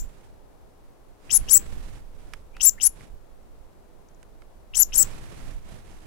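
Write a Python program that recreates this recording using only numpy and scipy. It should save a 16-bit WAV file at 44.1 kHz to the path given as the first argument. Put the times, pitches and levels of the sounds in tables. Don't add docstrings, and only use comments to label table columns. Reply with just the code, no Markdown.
import sys
import numpy as np
from scipy import signal
from scipy.fft import rfft, irfft, next_fast_len
from scipy.io import wavfile

SR = 44100
rng = np.random.default_rng(int(sys.argv[2]) if len(sys.argv) > 2 else 0)


def store_pcm(level_fs):
    pcm = np.round(np.clip(level_fs, -1, 1) * 32767).astype(np.int16)
    wavfile.write(sys.argv[1], SR, np.atleast_2d(pcm).T)


N = 267246
PREROLL = SR // 5
TIME = np.arange(-PREROLL, N) / SR


def amp(db):
    return 10 ** (np.asarray(db) / 20)


def unit_rms(x):
    return x / np.sqrt(np.mean(x ** 2) + 1e-20)


def low_pass(x, hz, order=2):
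    return signal.sosfilt(signal.butter(order, hz, fs=SR, output="sos"), x)


def wobble(hz, size):
    return unit_rms(low_pass(rng.standard_normal(size + PREROLL), hz)[PREROLL:])


def noise(spectrum, size, channels=1):
    hz, db = np.transpose(spectrum)
    n = next_fast_len(size)
    bin_hz = np.maximum(np.fft.rfftfreq(n, 1 / SR), 1)
    gain = amp(np.interp(np.log(bin_hz), np.log(hz), db)) * np.minimum(bin_hz / hz[0], 1) ** 2
    white = rng.standard_normal((channels, n))
    return unit_rms(irfft(rfft(white) * gain, n)[:, :size])


def pan(db):
    return amp(np.array([[db], [-db]]) / 2)


def phase_of(hz):
    return 2 * np.pi * np.cumsum(hz) / SR


def add(out, start_s, sound):
    at = max(PREROLL + round(start_s * SR), 0)
    out[:, at:at + sound.shape[1]] += sound


# freq_hz, density_db
FOREST_EQ = [(60, 2.5), (150, -3), (260, -2.5), (400, -0.5), (800, -5.5), (1200, -12.5), (2000, -21.5),
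             (3000, -25.5), (6000, -28), (15500, -29.5)]

def forest(level_db=-56.5, pan_db=4, shared=0.38):
    air = noise(FOREST_EQ, len(TIME), channels=3)
    return amp(level_db) * pan(pan_db) * unit_rms(air[:2] + shared * air[2])


# time_s, level_db
GUST_CURVE = [(0.0, -38), (0.15, -58), (1.25, -56), (1.4, -36), (1.52, -49.5), (1.74, -38), (2.38, -53.5),
              (2.67, -45), (3.05, -50), (3.14, -44.5), (3.24, -57.5), (3.65, -53.5), (3.7, -61),
              (4.72, -52.5), (4.76, -44), (5.4, -49.5), (5.43, -43.5), (6.06, -52.5)]
# freq_hz, density_db
WIND_EQ = [(15, 6), (30, -1.5), (50, -8.5), (80, -14.5), (130, -26.5), (250, -30), (500, -58.5)]

def wind(trim_db=6, pan_db=-5, eddy_db=2, eddy_hz=7):
    gust_db = np.interp(TIME, *np.transpose(GUST_CURVE))
    level_db = trim_db + gust_db + eddy_db * wobble(eddy_hz, len(TIME))
    return amp(level_db) * pan(pan_db) * noise(WIND_EQ, len(TIME), channels=2)


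# start_s, swell_s, length_s, level_db
JACKET_RUBS = [(-.1, .05, 0.38, -66.5), (1.129, 0.22, 0.85, -55.5), (1.89, 0.36, 0.49, -65.5),
               (2.5, 0.066, 0.53, -68.5), (2.9, .08, 0.14, -60.5), (4.76, 0.25, 0.723, -53.5),
               (5.431, 0.052, 0.11, -58.5), (5.56, 0.13, 0.23, -58), (5.773, .1, .3, -61.5)]
# freq_hz, density_db
CLOTH_EQ = [(110, 18.5), (200, 12.5), (400, 7), (900, 1.5), (2200, -1.5), (4500, -8.5), (9500, -10),
            (15000, -24)]

def jacket(trim_db=8.5, rest_db=-78.5, pan_db=-8.5, fade_db_per_s=7.5, release_s=0.049,
           grain_db=1.5, grain_hz=43):
    power = amp(rest_db) ** 2
    for start_s, swell_s, length_s, level_db in JACKET_RUBS:
        t = np.maximum(TIME - start_s, 0)
        swell = np.minimum(t / swell_s, 1) ** 2
        fade = amp(level_db - fade_db_per_s * np.maximum(t - swell_s, 0))
        release = np.exp(-np.maximum(t - length_s, 0) / release_s)
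        power = power + (fade * swell * release) ** 2
    grain = amp(trim_db + grain_db * wobble(grain_hz, len(TIME)))
    return np.sqrt(power) * grain * pan(pan_db) * noise(CLOTH_EQ, len(TIME), channels=2)


# start_s, level_db, crack_db (against the ring), pan_db
GEAR_TICKS = [(2.3359, -25.5, -14, -10.5), (2.5666, -35, -33, -5.5), (3.0078, -42, -18, 5),
              (4.2293, -44.5, -3.5, -16), (4.42, -47, -22, -15)]
# pitch_hz, level_db, t60_s
GEAR_MODES = [(1370, -18, 0.026), (1630, -11, 0.016), (2080, 6.5, 0.0041), (2520, 1.5, 0.0013),
              (3330, -8, 0.004), (4920, -3, 0.0018), (8100, -25, 0.0012)]

def gear(contact_s=0.0026, trim_db=-1.5, low_cut_hz=800, crack_hz=11000):
    out = np.zeros((2, len(TIME)))
    t = np.arange(SR // 20) / SR
    body = sum(amp(db - 60 * t / t60) * np.sin(2 * np.pi * hz * t) for hz, db, t60 in GEAR_MODES)
    low_cut = signal.butter(2, low_cut_hz, "high", fs=SR, output="sos").repeat(2, axis=0)
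    for start_s, level_db, crack_db, pan_db in GEAR_TICKS:
        contact = rng.standard_normal(len(t)) * np.exp(-t / contact_s)
        ring = unit_rms(signal.fftconvolve(contact, body)[:len(t)])
        crack = amp(crack_db) * unit_rms(low_pass(contact, crack_hz, order=4))
        tick = signal.sosfilt(low_cut, ring + crack)
        add(out, start_s, amp(level_db + trim_db) * pan(pan_db) * tick / np.abs(tick).max())
    return out


def clearing(x, near_db=-17, near_t60_s=0.11, near_pan_db=15, far_db=-37, far_t60_s=0.46, far_pan_db=9,
             predelay_s=0.0026, air_hz=9000, air_db_per_s=60):
    t = np.arange(SR // 2) / SR
    response = 0
    for db, t60_s, pan_db in ((near_db, near_t60_s, near_pan_db), (far_db, far_t60_s, far_pan_db)):
        echoes = rng.standard_normal((2, len(t))) * amp(-60 * t / t60_s) * (t > predelay_s)
        echoes /= np.linalg.norm(echoes, axis=1, keepdims=True)
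        response = response + amp([[db], [db - pan_db]]) * echoes
    dull = low_pass(low_pass(response, air_hz)[:, ::-1], air_hz)[:, ::-1]
    response = dull + (response - dull) * amp(-air_db_per_s * t)
    return signal.fftconvolve(x[None], response, axes=1)[:, :len(x)]


def peep(length_s, start_hz, end_hz, level_db, right_db=-12, jitter=0.074, flutter=.35):
    n = int(length_s * SR)
    pitch_hz = np.linspace(start_hz, end_hz, n) * (1 + jitter * wobble(700, n))
    tone = np.sin(phase_of(pitch_hz)) * (1 + flutter * wobble(430, n))
    return np.sqrt(2) * amp([[level_db], [level_db + right_db]]) * np.hanning(n) * tone


# start_s, length_s, start_hz, end_hz, level_db
STRAY_PEEPS = [(2.523, 0.08, 2200, 2890, -54), (2.774, .024, 1704, 2145, -46.5),
               (4.084, 0.0081, 5000, 7400, -57.5), (4.143, 0.0093, 8500, 5160, -58)]

def stray_peeps():
    out = np.zeros((2, len(TIME)))
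    for start_s, *shape in STRAY_PEEPS:
        add(out, start_s, peep(*shape))
    return out


REGISTER_CLIMB = (.0105, .0045, .021, .021, .02)
# entry_db, full_db, full_at (share of the way through it)
REGISTER_ATTACK = [(-40, -26, 0.31), (-23, -23.5, .8), (-24, -11, .82), (-11, -7.5, 0.81), (-6.5, -7.5, .5)]

def puff(t, top, ease, stumble_db, shrillest_register=3):
    entry_db, full_db, full_at = np.transpose(REGISTER_ATTACK)
    entry_db[shrillest_register] += stumble_db
    step_s = np.r_[0, np.cumsum(REGISTER_CLIMB), 1]
    steps = np.r_[np.arange(len(REGISTER_CLIMB) + 1), 1 / REGISTER_CLIMB[-1]]
    climb = np.interp(t, step_s, steps)
    blow = np.maximum(-ease * np.logaddexp(-climb / ease, -top / ease), 0)
    register = blow.astype(int)
    hold = np.sin(np.pi / 2 * np.minimum(blow % 1 / full_at[register], 1)) ** 2
    return blow, register, entry_db[register] + (full_db - entry_db)[register] * hold


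# freq_hz, density_db
JET_EQ = [(300, -20.5), (1500, -15), (2800, -15), (3900, -18), (4800, -8), (6000, 4.5), (7300, 1.5),
          (8800, 0), (11500, 0.5), (15500, -7.5)]

def air_jet(t, level_db, trim_db=-19.5, follow=0.41, grit_db=2, swell_s=0.0078, dull_hz=7500):
    speed = 1 - np.exp(-t / swell_s)
    hiss = noise(JET_EQ, len(t), channels=2)
    hiss = speed ** 2 * hiss + speed * (1 - speed) * low_pass(hiss, dull_hz)
    return amp(trim_db + follow * level_db + grit_db * wobble(250, len(t))) * hiss


UNDERTONE_PITCH = (3400, 4200, 5750, 7400)
UNDERTONE_LEVEL = (-11, -22.5, -14.5, -13)

def undertone(blow, sag, jitter=.035):
    steps = np.arange(1, 5)
    pitch_hz = np.interp(blow, steps, UNDERTONE_PITCH) * sag * (1 + jitter * wobble(1400, len(blow)))
    level_db = np.interp(blow, steps, UNDERTONE_LEVEL, left=-np.inf, right=-np.inf)
    return amp(level_db) * np.sin(phase_of(pitch_hz))


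# low_hz, high_hz
REGISTER_RANGE = [(2500, 3400), (5300, 6100), (6500, 8450), (9750, 11850), (7200, 8050)]
# tone_db, octave_db (against the tone)
REGISTER_VOICE = [(-5, -2), (0.5, -28.5), (-3.5, -21), (-2.3, -41), (-3, -6.5)]

def whistle_tone(t, blow, register, sag, hoarse_jitter=0.024, clear_jitter=0.0062,
                 dip_depth=.85, dip_s=0.00069, flutter=0.1):
    low_hz, high_hz = np.array(REGISTER_RANGE)[register].T
    tone_db, octave_db = np.array(REGISTER_VOICE)[register].T
    pitch_hz = (low_hz + (high_hz - low_hz) * (blow % 1)) * sag
    jitter = np.where(register < 2, hoarse_jitter, clear_jitter)
    phase = phase_of(pitch_hz * (1 + jitter * wobble(900, len(t))))
    tone = np.sin(phase) + amp(octave_db) * np.sin(2 * phase)
    for jump_s in t[1:][np.diff(register) != 0]:
        tone *= 1 - dip_depth * np.exp(-((t - jump_s) / dip_s) ** 2)
    tone += undertone(blow, sag)
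    return np.sqrt(2) * amp(tone_db) * tone * (1 + flutter * wobble(500, len(t)))


def squeak(length_s, top, ease, sag_s, gain_db, accent_db, stumble_db,
           accent_s=.015, droop=.27, collapse=.16, fade_db=8, fade_s=.005, stop_s=.0015):
    t = np.arange(int(length_s * SR)) / SR
    left_s = t[-1] - t
    blow, register, swell_db = puff(t, top, ease, stumble_db)
    attack_db = accent_db * np.exp(-(t / accent_s) ** 4)
    level_db = swell_db + gain_db + attack_db - fade_db * np.exp(-left_s / fade_s)
    slack = np.exp(-left_s / sag_s)
    sag = (1 - droop * slack) * (1 - collapse * slack ** 3)
    tone = amp(level_db) * whistle_tone(t, blow, register, sag)
    stop = np.minimum(left_s / stop_s, 1)
    return tone * stop, air_jet(t, level_db) * stop


# start_s, length_s, top_registers (0-5), ease_registers, sag_s, gain_db, accent_db (on the attack),
# stumble_db (on entering the shrillest register), lead_in_db, right_db
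PUFFS = [ (-.094, .09, 4.22, .1, .002, -2.5, 0, 0, -40, -26),
         (1.302, .0765, 3.68, .12, .003, 2, 1, -2, -37, -21),
         (1.484, .096, 4.82, .1, .0022, 2.8, -3.5, 0, -44, -18.5),
         (2.605, .092, 4.22, .1, .0026, 1.4, 4.5, -1, -40, -30),
         (2.806, .0715, 3.88, .45, .002, 2.5, -3, -4, -37, -28),
         (4.7435, .0915, 4.07, .45, .0035, .8, 0, -8, -34, -22),
         (4.929, .104, 4.77, .1, .0038, -.2, -1, -10, -37, -18.5)]

def whistle(lead_in_s=.009, lead_in_hz=(2270, 3450), shade_hz=11000, right_jet_db=6,
            bend_hz=2600, bend_db=18):
    out = np.zeros((2, len(TIME)))
    for start_s, *blowing, lead_in_db, right_db in PUFFS:
        tone, jet = squeak(*blowing)
        shaded = low_pass(tone + amp(right_jet_db) * jet[1], shade_hz)
        bent = amp(bend_db) * low_pass(jet[1], bend_hz, order=4)
        add(out, start_s, np.array([tone + jet[0], amp(right_db) * (shaded + bent)]))
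        add(out, start_s - lead_in_s, peep(lead_in_s, *lead_in_hz, lead_in_db))
    return out


def scene():
    lure = whistle() + stray_peeps()
    return (lure + clearing(lure[0]) + gear() + jacket() + wind() + forest())[:, PREROLL:]


def record(dry, mic_hz=15500, cutoff_hz=15900):
    heard = np.clip(low_pass(dry, mic_hz), -1, 1)
    return signal.sosfilt(signal.ellip(12, .1, 80, cutoff_hz, fs=SR, output="sos"), heard)


dry = scene()
out = record(dry)
store_pcm(out)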